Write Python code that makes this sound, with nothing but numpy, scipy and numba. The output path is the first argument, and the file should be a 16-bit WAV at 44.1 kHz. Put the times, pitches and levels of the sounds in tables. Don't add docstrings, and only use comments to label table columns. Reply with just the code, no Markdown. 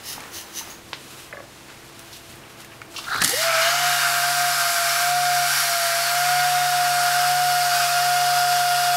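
import sys
import numpy as np
from scipy import signal
from scipy.fft import rfft, irfft
from scipy.io import wavfile
from scipy.ndimage import uniform_filter1d
from numba import njit

SR = 44100
rng = np.random.default_rng(int(sys.argv[2]) if len(sys.argv) > 2 else 0)


def to_wav(sig):
    pcm = np.clip(np.atleast_2d(sig), -1, 1) * 32767
    pcm = np.round(pcm).astype(np.int16)
    wavfile.write(sys.argv[1], SR, pcm.T)


def how_loud(loudness_db):
    steps = np.asarray(loudness_db, float) / 20
    return 10 ** steps


N = 395136
TIME = np.arange(N) / SR


def level(x, db):
    return x * how_loud(db) / np.sqrt(np.mean(x ** 2))


def noise(grain_db=0.):
    grains = how_loud(grain_db * np.minimum(rng.exponential(size=N), 5))
    return level(rng.standard_normal(N) * grains, 0)


def walk(rate):
    k = int(SR / rate)
    steps = np.repeat(rng.standard_normal(N // k + 1), k)
    return 1.7 * uniform_filter1d(uniform_filter1d(steps, k), k)[:N]


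def curves(table):
    s, *columns = np.transpose(table)
    is_open = (TIME > s[0] - .01) & (TIME < s[-1] + .01)
    gate = uniform_filter1d(1. * is_open, size=400, mode="nearest")
    return [np.interp(TIME, s, c) for c in columns] + [gate]


def bump(s, half):
    return np.exp(-((TIME - s) / half) ** 2)


def bumps(rows):
    return sum(db * bump(s, half) for s, db, half in rows)


def peaks(rows, rise, fall, round_s=0.0035):
    swells = []
    for (s, db), up in zip(rows, np.broadcast_to(rise, len(rows))):
        away = np.hypot(TIME - s, round_s) - round_s
        swells.append(db - np.where(TIME < s, up, fall) * away)
    return np.max(swells, axis=0)


def colour(x, points, slope_db=-30):
    hz, db = np.transpose(points)
    octave = np.log2(np.arange(N // 2 + 1) * SR / N + 1)
    outside = np.maximum(np.log2(hz[0]) - octave, 0) + np.maximum(octave - np.log2(hz[-1]), 0)
    gain_db = np.interp(octave, np.log2(hz), db) + slope_db * outside
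    return level(irfft(rfft(x) * how_loud(gain_db), N), 0)


@njit
def svf(x, hz, width):
    y, b, l = np.empty(len(x)), 0., 0.
    for i in range(len(x)):
        g, k = np.tan(np.pi * hz[i] / SR), width / hz[i]
        v = (b + g * (x[i] - l)) / (1 + g * (g + k))
        b, l, y[i] = 2 * v - b, l + 2 * g * v, k * v
    return y


def patches(x, rows):
    return sum(how_loud(db) * bump(s, half) * svf(x, np.full(N, 1. * hz), 1. * width)
               for s, hz, width, db, half in rows)


# f/Hz, level/dB
HALL = [(88, -3), (150, -5.5), (285, 2), (332, 2), (607, -2), (668, -1), (736, -1), (2600, -7.5),
        (11400, -17.5), (15500, -25)]
# f/Hz, level/dB, start t/s
FANS = [
    (59, -65.5, 0.66),
    (135, -57, 0.9),
    (203, -64, -1),
    (334.5, -58.5, 0.3),
    (670, -59.5, 1.9),
]
HALL_DB, HALL_START_DB, HALL_FADE_S = -47, 4, 0.9
START_S = 3.2
DUCK_DB, DUCK_S = -2.5, 0.58
RUMBLE_DB, RUMBLE_DUCK_DB, RUMBLE_BACK_DB_PER_S = -54, -17, 0.5
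JOLT_DB, JOLT_S = 16, .06


def hall():
    since = TIME - START_S
    duck_db = DUCK_DB * (1 - np.exp(-(np.maximum(since, 0) / DUCK_S) ** 2))
    fade_db = HALL_START_DB * np.exp(-TIME / HALL_FADE_S)

    bands = sum(how_loud(1.76 * walk(6)) * svf(noise(), np.full(N, hz), hz * 1.07)
                for hz in 30 * 2. ** np.arange(10))
    fans = 0
    for hz, db, s in FANS:
        hum = np.sin(2 * np.pi * hz * TIME + 1.13 * walk(5))
        fans = fans + (TIME > s) * np.sqrt(2) * how_loud(db + 1.0 * walk(5.2)) * hum
    fans = fans * np.clip((3.6 - TIME) / 0.27, .25, 1)

    pushed_db = RUMBLE_DUCK_DB + RUMBLE_BACK_DB_PER_S * np.maximum(TIME - 6, 0)
    pushed_db = pushed_db + 8 * np.exp((TIME - 8.96) / .1)
    rumble_db = RUMBLE_DB + fade_db + np.clip(since / 0.11, 0, 1) * pushed_db
    rumble_db = rumble_db + JOLT_DB * bump(3.22, JOLT_S)
    rumble = colour(noise(), [(25, -9), (60, -13), (110, 1), (170, -11)], slope_db=-3)
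    rumble = rumble * how_loud(rumble_db + 1.5 * walk(19))

    vents = level(colour(bands, HALL, slope_db=-7), HALL_DB)
    return (vents + fans) * how_loud(fade_db + duck_db) + rumble


# t/s, crisp level/dB, dull level/dB, build-up t/s
RUSTLE = [(.21, -56, -40.5, 0.23), (.97, -52, -54, .03), (1.2, -42.5, -48, 0.62), (1.36, -59, -52, .2),
          (1.56, -60, -63, .4), (1.706, -55, -43, 0.1), (2.11, -49.5, -50.5, 1.6),
          (2.148, -43.5, -49, 0.11), (2.295, -47, -60, 0.27), (2.36, -57, -60, .06),
          (2.51, -50.5, -64, 0.13), (2.605, -47, -48, 0.06), (2.745, -52, -50, .12),
          (2.815, -55, -62, .021), (2.93, -45, -62, 0.067)]
# f/Hz, level/dB
CLOTH = [(1290, -24), (2200, -11), (2510, -3.5), (6410, -9.5), (7310, -10), (11700, -11), (15500, -19)]


def rustle():
    s, crisp_db, dull_db, build = np.transpose(RUSTLE)
    rise, fall = 20 / np.maximum(build, .01), 103
    crisp_db = peaks(np.c_[s, crisp_db], rise, fall)
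    dull_db = peaks(np.c_[s, dull_db], rise, fall)
    crisp = colour(noise(2.4), CLOTH)
    dull = colour(noise(4.8), [(700, 6.5), (1400, 9.8), (2500, 4.7)], slope_db=-7.5)
    return crisp * how_loud(crisp_db + 1.0 * walk(80)) + dull * how_loud(dull_db + 0.7 * walk(36.5))


# t/s of fullest flow, mist level/dB, nozzle whistle f/Hz, t/s to fall 10 dB
SPRAY = [
    (.105, -32, 5300, 0.05),
    (.378, -35, 5950, 0.05),
    (.583, -33, 6140, 0.042),
    (.71, -45.5, 6500, 0.05),
]
# f/Hz, level/dB
MIST = [(880, -42), (1500, -21), (1810, -1), (2440, -10), (3030, 1.5), (3380, -8), (3830, -2), (6130, -3),
        (7980, -8.5), (10600, -5), (15500, -9)]
# t/s, f/Hz, width f/Hz, level/dB, half length t/s
EDGE = [
    (.11, 5200, 200, 3, .05),
    (.1, 6300, 300, -1, .04),
    (0.36, 6150, 400, -2, 0.03),
    (.58, 6130, 350, 7, 0.046),
    (.58, 3880, 300, -3, .04),
    (0.58, 2900, 250, -6, .03),
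    (0.09, 10700, 700, 1, .05),
    (.11, 12100, 400, -3, .05),
    (.11, 13700, 400, -6, .04),
    (.575, 11000, 1200, -6, .04),
]
DRIP_DB, LET_GO_S = -62, 0.72
SQUEEZE_DB, SQUEEZE_DB_PER_S = -44.5, 0.5


def spray():
    s, _, hz, _ = np.transpose(SPRAY)
    whistle_hz = np.interp(TIME, s, hz)
    released = np.maximum(TIME - LET_GO_S, 0)
    pulls = [top_db - 10 * np.abs((TIME - t) / fall / 1.14) ** 1.9 for t, top_db, _, fall in SPRAY]
    mist_db = np.max(pulls + [DRIP_DB - 100 * released], axis=0)

    mist = colour(noise(2.6), MIST)
    whistling = level(mist + 0.5 * svf(mist, whistle_hz, 650.), 0)
    mist = how_loud(mist_db + 0.88 * walk(71.0)) * (whistling + patches(mist, EDGE))

    squeeze_db = SQUEEZE_DB + SQUEEZE_DB_PER_S * TIME - 150 * released
    squeeze = colour(noise(1.9), [(700, -0.96), (1300, 1.5), (2400, -2.5)], slope_db=-4.5)
    return mist + squeeze * how_loud(squeeze_db + 1.7 * walk(41.3))


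# t/s, peak level/dB, ring f/Hz, ring t/s
KNOCKS = [(0.18, -19.5, 840, 0.011), (0.17, -32, 240, .04), (0.2, -31, 240, .035), (.208, -31, 2350, .012),
          (1.346, -33, 1105, .04), (1.379, -36, 1100, .05), (1.387, -36, 1110, .06),
          (1.397, -37, 1900, .02), (1.331, -28, 2030, .02), (1.3705, -28, 1730, .03),
          (.6115, -27.5, 900, 0.029), (0.93, -12.5, 1110, 0.0056), (2.7, -40, 1620, .04),
          (2.822, -36, 2200, .04), (2.945, -40, 1360, 0.027), (2.9631, -29, 2745, 0.066),
          (2.9825, -28, 2755, .051), (2.985, -28.5, 1110, .04), (3.1457, -8, 1380, 0.013),
          (3.1605, -10, 1480, 0.012), (3.1605, -16, 2100, .012), (3.223, -11.5, 1300, 0.022),
          (3.222, -21, 760, .06), (3.298, -30, 780, .08), (3.311, -26, 805, .08)]
# f/Hz, level/dB, ring t/s
BOTTLE = [(140, -26, 0.04), (450, -18, .03), (587, 1, 0.033), (1105, -8, 0.06), (1480, -5, .03),
          (1740, -2, 0.03), (2050, -4, .03)]
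# t/s, level/dB, hardness level/dB per octave
WOBBLE = [(1.328, -37, 6), (1.334, -27, -7), (1.342, -46, 7), (1.354, -33, -8), (1.369, -45, 6),
          (1.3755, -31, -8), (1.387, -36, -8), (1.402, -30, -5), (1.41, -36, -8), (1.425, -40, -5),
          (1.439, -36, -7)]


def knocks():
    blows = list(map(tuple, KNOCKS))
    for s, db, hard in WOBBLE:
        for hz, mode_db, t60 in BOTTLE:
            late = 0.002 * rng.random()
            blows.append((s + late, db + mode_db + hard * np.log2(hz / 600), hz, t60))

    out, t = np.zeros(N), np.arange(SR // 8) / SR
    for s, db, hz, t60 in blows:
        ring = np.sin(2 * np.pi * hz * t) + 0.24 * np.sin(2 * np.pi * hz * 1.12 * t)
        fade = np.exp(-np.log(1000) * t / t60)
        i = int(s * SR)
        out[i:i + len(t)] += how_loud(db) * ring * fade * np.minimum(t * hz, 1)
    return out


# t/s, peak level/dB, low f/Hz, high
# f/Hz, burst t/s
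TICKS = [(0.2045, -27, 3500, 11000, 0.0022), (.352, -28, 3000, 6500, .001), (.7, -44, 15000, 15700, .04),
         (3.2178, -4.5, 900, 6000, .0005), (0.9323, -10, 395, 4220, 0.00013),
         (0.935, -23.5, 1300, 5000, 0.017), (.701, -35, 6340, 6840, 0.04), (.76, -51, 6300, 6850, 0.043),
         (.9478, -26, 1800, 5500, .0002), (1.327, -21.5, 1200, 2390, 0.00056),
         (1.575, -36, 500, 5000, .002), (1.609, -38, 302, 2500, 0.0018), (2.128, -33, 3400, 5800, .02),
         (1.993, -31, 2500, 15000, 0.004), (2.327, -33, 2500, 5600, .004), (2.356, -38, 8000, 13000, .003),
         (2.435, -40, 1600, 3200, .005), (2.5974, -34, 1500, 4500, .01), (2.604, -30.5, 1500, 12000, .006),
         (2.6472, -32, 3600, 15000, .003), (2.6465, -35, 1700, 2600, 0.0027),
         (2.716, -35, 1400, 3000, .025), (2.8166, -33, 2600, 5400, .0011), (2.9221, -39, 6100, 8400, .007),
         (2.817, -23, 1210, 2680, 0.0023), (2.817, -39, 6500, 8000, 0.0018)]
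# t/s, peak level/dB, low f/Hz, high f/Hz,
# burst t/s
POPS = [(2.9621, -23.5, 2450, 5800, 0.029), (2.9781, -27, 2550, 10400, .0081),
        (2.9851, -24.5, 2550, 5600, 0.0121), (3.04, -29, 2000, 5200, 0.015),
        (3.1455, -24, 2000, 14100, .0015), (3.147, -28, 100, 900, 0.015), (3.16, -24, 1900, 9000, .004),
        (3.177, -27, 8000, 15000, .003), (3.206, -21, 4400, 9500, .012), (3.226, -24, 5000, 14000, .012),
        (3.2195, -7.5, 1000, 12000, 0.0028), (3.223, -13, 1100, 9000, 0.0022),
        (3.213, -22.5, 78, 380, 0.0093), (3.237, -7, 2900, 13000, 0.0035),
        (3.2445, -3.5, 3400, 12000, 0.0033), (3.237, -26, 85, 960, 0.004), (3.243, -15, 1230, 2050, .006),
        (3.238, -26, 87, 320, 0.009), (3.285, -32, 60, 700, .02), (3.2754, -12, 3500, 12600, 0.005),
        (3.293, -11, 4000, 13000, .004), (3.306, -17, 4000, 12500, .005)]


def cracks():
    out, t = np.zeros(N), np.arange(SR // 10) / SR
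    air_rise = 1 - np.exp(-t / 0.00077)
    for rows, start in [(TICKS, 1.), (POPS, air_rise)]:
        for s, db, low_hz, high_hz, burst in rows:
            splinters = rng.standard_normal(len(t)) * np.exp(-t / burst)
            hit = (splinters + 2.5 * (t == 0)) * start
            band = signal.butter(4, [low_hz, high_hz], "band", fs=SR, output="sos")
            body = signal.sosfilt(band, hit)
            i = int(s * SR)
            out[i:i + len(t)] += how_loud(db) * body / np.abs(body).max()
    return out


# t/s, leak level/dB, whistle f/Hz
VALVE = [(2.95, -49, 1200), (3.058, -45, 1340), (3.078, -36, 1400), (3.1, -30, 1430), (3.135, -25, 1430),
         (3.152, -26, 1480), (3.165, -26.5, 1440), (3.185, -24.5, 1340), (3.195, -29, 1500),
         (3.214, -26, 1650), (3.222, -23, 1740), (3.25, -33, 1810), (3.29, -39, 1880), (3.37, -37, 1950)]
UPPER_HZ, UPPER_PULL, UPPER_DB = 4020, 0.42, -7
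TOP_DB, TOP_SHARE = -37, 0.19


def leak():
    low_db, low_hz, on = curves(VALVE)
    high_hz = UPPER_HZ + UPPER_PULL * (low_hz - 1400)
    high_db = low_db + .4 * np.minimum(low_db + 24, 0) + UPPER_DB + 5 * (TIME > 3.214)
    top_db = TOP_DB + TOP_SHARE * (low_db + 23)

    low = svf(svf(svf(noise(1.0), low_hz, 620.0), low_hz, 600.), low_hz, 600.)
    high = svf(svf(noise(1.2), high_hz, 1100.), high_hz, 1100.)
    top = colour(noise(1.8), [(5500, 5), (15500, -4.5)], slope_db=-0.5)
    body_hz = np.full(N, 800.)
    low = low + 0.34 * svf(svf(noise(1.5), body_hz, 200.), body_hz, 200.)
    low = level(low, 0) * how_loud(low_db + 2.5 * walk(150))
    high = level(high, 0) * how_loud(high_db + 1.7 * walk(150))
    return on * (low + high + top * how_loud(top_db))


# t/s, vane rate f/Hz, vane tone level/dB
SPEED = [(3.46, 679.3, -23.5), (3.59, 643, -26), (3.7, 694.5, -28.5), (3.85, 715.7, -24), (4.05, 697, -29),
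         (4.46, 710.7, -23.5), (4.6, 696, -28.5), (4.89, 687.5, -30), (5.14, 715.4, -21.5),
         (5.33, 711.4, -21.5), (5.93, 680.7, -29.5), (6.3, 718.7, -22), (6.57, 719.3, -21),
         (7.07, 708, -22), (7.38, 722.6, -20.5), (7.88, 701.7, -22), (8.07, 714.2, -20.5), (8.96, 709, -21)]
SPIN_HZ_PER_S, SPIN_KNEE = 3600, 8
INERTIA_S = 0.13


def rotor():
    ramp = np.maximum(SPIN_HZ_PER_S * (TIME - START_S), 1)
    running = uniform_filter1d(curves(SPEED)[0], int(INERTIA_S * SR), mode="nearest")
    return ramp / (1 + (ramp / running) ** SPIN_KNEE) ** (1 / SPIN_KNEE)


# multiple of the turn rate, level/dB below the vane tone early, midway, late
SHAFT = [(2, -30.5, -36, -40.5), (3, -36, -34.5, -29.5), (4, -27.5, -27, -26.5), (7, -28, -27, -29),
         (8, -23, -26, -33), (9, -28, -24, -22), (11, -32, -25, -22), (13, -23, -25, -23),
         (15, -25, -24, -28), (17, -23, -34, -28), (20, -30, -27, -17.5), (24, -28, -30, -17.5),
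         (26, -26, -30, -32), (30, -32, -23, -25), (31, -32, -28, -26), (32, -28, -28, -21),
         (33, -28, -23, -43), (35, -22, -27, -24)]
# t/s, level/dB, half width t/s
NULLS = [(3.245, -18, 0.016), (3.268, 7, .008), (3.283, -4, .005), (3.317, -10, 0.01), (3.34, 5, .008),
         (3.354, -9, .005), (3.43, -13, 0.009), (3.522, -14, 0.0081), (3.68, 6, 0.018), (3.71, -10, 0.0073),
         (3.785, -8, 0.014), (4.01, -6.5, 0.042), (4.34, -4.5, .02), (4.555, -8.5, 0.033), (4.84, 3, 0.087),
         (4.96, -3, 0.043), (5.52, -9.5, 0.055), (5.56, -11, .01), (5.6, -11.5, 0.037), (5.675, -5, .015),
         (5.85, 3.5, .04), (5.97, 3.5, 0.064), (6.06, -3, 0.048), (6.67, -1.5, .06), (6.8, 1.5, 0.039),
         (7.12, -1.5, .03), (7.71, -2, 0.027), (7.79, -2, .02), (7.9, -3.5, 0.043), (8.83, -0.5, .03)]
# t/s, level/dB, half width t/s
CALMS = [
    (4.76, -5, 0.07),
    (5.0, -5, .05),
    (5.78, -5, 0.088),
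    (6.1, -2, 0.057),
]
TRAVEL_S = [3.84, 5.55, 8.75]
VANES = 5
SLOW_DB = -19
OCTAVE_DB, OCTAVE_FACING = -31.5, 0.69
SHAFT_DB, SHAFT_DB_PER_HZ, CRUISE_HZ = -44, 0.2, 711.5


def motor(vane_hz, turns):
    def tone(k, db):
        jitter = (0.022 + .22 * (vane_hz < 520)) * walk(60)
        return np.sqrt(2) * how_loud(db) * np.sin(2 * np.pi * k * turns + 6 * rng.random() + jitter)

    run_hz, run_db, _ = curves(SPEED)
    vane_db = run_db + SLOW_DB * (1 - (vane_hz / run_hz) ** 5) + bumps(NULLS)
    octave_db = OCTAVE_DB + OCTAVE_FACING * curves(AIR)[1]
    octave_db = octave_db + 3.1 * np.exp(-((TIME - 3.56) / 0.086) ** 4) - 4 * bump(3.75, .1)
    shaft_db = SHAFT_DB + np.maximum(SHAFT_DB_PER_HZ * (vane_hz - CRUISE_HZ), -4) + bumps(CALMS)

    octave = tone(2 * VANES, octave_db + 1.2 * walk(70)) * np.clip((TIME - 3.43) / .04, 0, 1)
    unbalance = tone(1, shaft_db + 0.5 * walk(21))
    vanes = tone(VANES, vane_db + (0.3 + 3 * (vane_hz < 560)) * walk(60))
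    steady_db = -23.5 + 0.55 * (vane_db + 21.5)
    multiples = sum(tone(round(k), steady_db + np.interp(TIME, TRAVEL_S, db) + 0.94 * walk(10))
                    for k, *db in SHAFT)
    on = np.clip((vane_hz - 400) / 200, 0, 1)
    return np.clip((vane_hz - 100) / 100, 0, 1) * vanes + on * (octave + unbalance + multiples)


@njit
def again(x, lag, share):
    y = x.copy()
    for i in range(2000, len(x)):
        k = int(lag[i])
        y[i] += share[i] * (y[i - k] + (lag[i] - k) * (y[i - k - 1] - y[i - k]))
    return y


# t/s, flow level/dB, level/dB for how far the exhaust points at the microphone
AIR = [(3.25, -22.5, -18), (3.27, -28.5, -3), (3.34, -25.5, -9.5), (3.42, -23.5, -5.5), (3.5, -27, 2.5),
       (3.63, -23.5, 0), (3.96, -26, -2), (4.04, -26.5, 2), (4.35, -26.5, -2), (5.05, -25.5, -2),
       (5.14, -28.5, -2.5), (5.41, -27, -3), (5.54, -24.5, -2.5), (5.75, -26, -3.5), (6.06, -26, -1),
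       (6.72, -28, 0), (7.21, -27, 0), (7.48, -28.5, 0), (7.77, -26, -0.5), (8.05, -27.5, 0.5),
       (8.96, -28, 0)]
# f/Hz, level/dB
ROAR = [(440, -24.5), (750, -1.5), (904, -6.5), (1080, -6), (1430, -1.5), (1850, -8), (2000, -11.5),
        (2110, -9.5), (2600, -4), (3380, -15.5), (5720, -120)]
# f/Hz, level/dB
JET = [(1120, -60), (1900, 4.5), (1960, -2.5), (2120, -5), (2680, -15), (2890, 0), (3260, -1.5), (3660, -4),
       (3970, -0.5), (4550, 1.5), (7000, -3.5), (9100, -23), (15400, -120)]
# f/Hz, level/dB
SCRUB = [(3820, -22), (6500, -10), (7820, -2.5), (9220, -3.5), (11500, -4.5), (15500, -11)]
# f/Hz, width f/Hz, level/dB early, midway, late
RINGING = [(1247, 155, -3, -3, -12), (1601, 66, -0.5, 8.5, -16), (1770, 27, 0, -2, -16),
           (2127, 81, 6, 7, -14), (2325, 45, 2.5, 9, -34), (2832, 21, 8, -11, 1), (3436, 14, 1, -8, 6),
           (3656, 110, 5.5, 5, -1.5), (4410, 54, -18, -4.5, -8), (5110, 320, -12, -13, 0),
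           (11100, 3300, -6, -22, -15),
           (5620, 170, -10, 1, -4), (6650, 100, -13, -14, -15), (7550, 180, 0, -3, -12),
         (8200, 220, -11, -14, -3), (9900, 200, -8, -6, -5), (10800, 220, -9, -8, -12),
         (11820, 300, -6, -3, -1.5)]
# t/s, f/Hz, width f/Hz, level/dB, half length t/s
SINGS = [(3.5, 2330, 90, 6, 0.11), (3.62, 2230, 79.9, 2, .08), (3.655, 3040, 70, 7, .06),
         (3.65, 4180, 90, 4, 0.054), (3.837, 2990, 70, 8, 0.11), (3.93, 3720, 70, 5, 0.12),
         (3.57, 1585, 50, 3, 0.085), (4.0, 1571, 80, 0, 0.11), (4.7, 4400, 70, -5, 0.14),
         (4.95, 5300, 90, 2, .1), (5.35, 1580, 60, 4, 0.056), (5.519, 1530, 60, -1, 0.054),
         (5.558, 4400, 60, -2, 0.087), (5.751, 5600, 90, -10, 0.091), (6.076, 4418, 60, 7, 0.083),
         (6.35, 4470, 60, 0, 0.089), (6.45, 2510, 70, -7, 0.11), (6.6, 3720, 80, 5, 0.14),
         (7.097, 1520, 80, -2, 0.14), (7.7, 4564, 90, 0, 0.16), (7.75, 5000, 90, -6, .2),
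         (7.778, 1530, 80, 1, 0.1), (7.85, 2500, 80, 4, 0.12), (8.5, 3433, 40, -8, 0.17),
         (8.701, 4997, 90, -7, 0.28), (3.75, 6500, 200, -2, 0.16), (4.75, 11200, 900, -2, .25),
         (5.65, 11200, 900, -2, .2), (6.151, 12300, 900, -2, .1), (6.33, 2920, 60, -5, .04)]
SCRUB_DB, PAD_DOWN_S, LIFTED_DB = -2, 4, -4.5
MUFFLER_HZ, MUFFLER_SLOW_HZ, JET_HZ = 1492, 1760, 4700
REPEAT_SHARE = 0.41


def air(vane_hz, turns):
    jet_db, facing_db, on = curves(AIR)
    roar_db = jet_db + facing_db
    scrub_db = jet_db + SCRUB_DB + LIFTED_DB * bump(3.62, PAD_DOWN_S - 3.7)
    slow = np.clip((640 - vane_hz) / 100, 0, 1)
    muffler_hz = MUFFLER_HZ + 25 * walk(6) + (MUFFLER_SLOW_HZ - MUFFLER_HZ) * slow
    jet_hz = JET_HZ + 130 * walk(5)
    puff = 1 + 0.27 * np.cos(2 * np.pi * VANES * turns) + 0.02 * np.cos(2 * np.pi * turns)
    flow = how_loud(0.34 * walk(25))

    lag = SR * VANES / np.maximum(vane_hz, 170)
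    share = np.clip(REPEAT_SHARE + 0.062 * walk(1.506), 0, .8)

    def turning(grain_db, k):
        return again(noise(grain_db) * puff, lag, k * share) / np.sqrt(1 + share ** 2)

    gas, jet, scrub = turning(.1, 0.47), turning(1.2, 0.59), turning(1.2, .4)
    roar = colour(gas + 0.86 * svf(gas, muffler_hz, 450.0), ROAR) * how_loud(roar_db + 0.13 * walk(9))
    jet = colour(jet + 0.27 * svf(jet, jet_hz, 520.0), JET) * how_loud(jet_db + 0.13 * walk(15))
    scrub = colour(scrub, SCRUB) * how_loud(scrub_db + 0.1 * walk(8.0))
    rush = on * flow * (roar + jet + scrub)

    rings = 0
    for hz, width, *db in RINGING:
        gain = how_loud(np.interp(TIME, TRAVEL_S, db) + 1.5 * walk(2.58))
        rings = rings + gain * svf(rush, hz + 18 * walk(2.11), 1. * width)
    return 0.77 * (rush + rings + patches(rush, SINGS))


ROOM_T60_S, ROOM_DB = 0.44, -11


def scene():
    vane_hz = rotor()
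    turns = np.cumsum(vane_hz) / VANES / SR
    near = rustle() + spray() + knocks() + cracks() + leak() + air(vane_hz, turns)
    t = TIME[:SR // 2]
    tail = rng.standard_normal(len(t)) * np.exp(-np.log(1000) * t / ROOM_T60_S) * (t > .008)
    wet = signal.fftconvolve(near, tail / np.sqrt(np.sum(tail ** 2)))[:N]
    return np.tile(hall() + near + how_loud(ROOM_DB) * wet + motor(vane_hz, turns), (2, 1))


def band_limit(x):
    return signal.sosfilt(signal.butter(12, 16170, fs=SR, output="sos"), x)


def record(dry):
    chance = np.repeat(1. * (rng.random(N // 1024 + 1) < .045), 1024)
    split = uniform_filter1d(chance, size=512)[:N]
    treble = signal.sosfilt(signal.butter(12, 3800, "high", fs=SR, output="sos"), dry[0])
    pair = dry + 0.25 * split * np.roll(treble, 900) * np.array([[1], [-1]])
    rounded = np.tanh(1.3 * pair) / 1.3
    mix = signal.sosfilt(signal.ellip(12, .2, 80, 15720, fs=SR, output="sos"), rounded)
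    return band_limit(mix)


dry = scene()
out = record(dry)
to_wav(out)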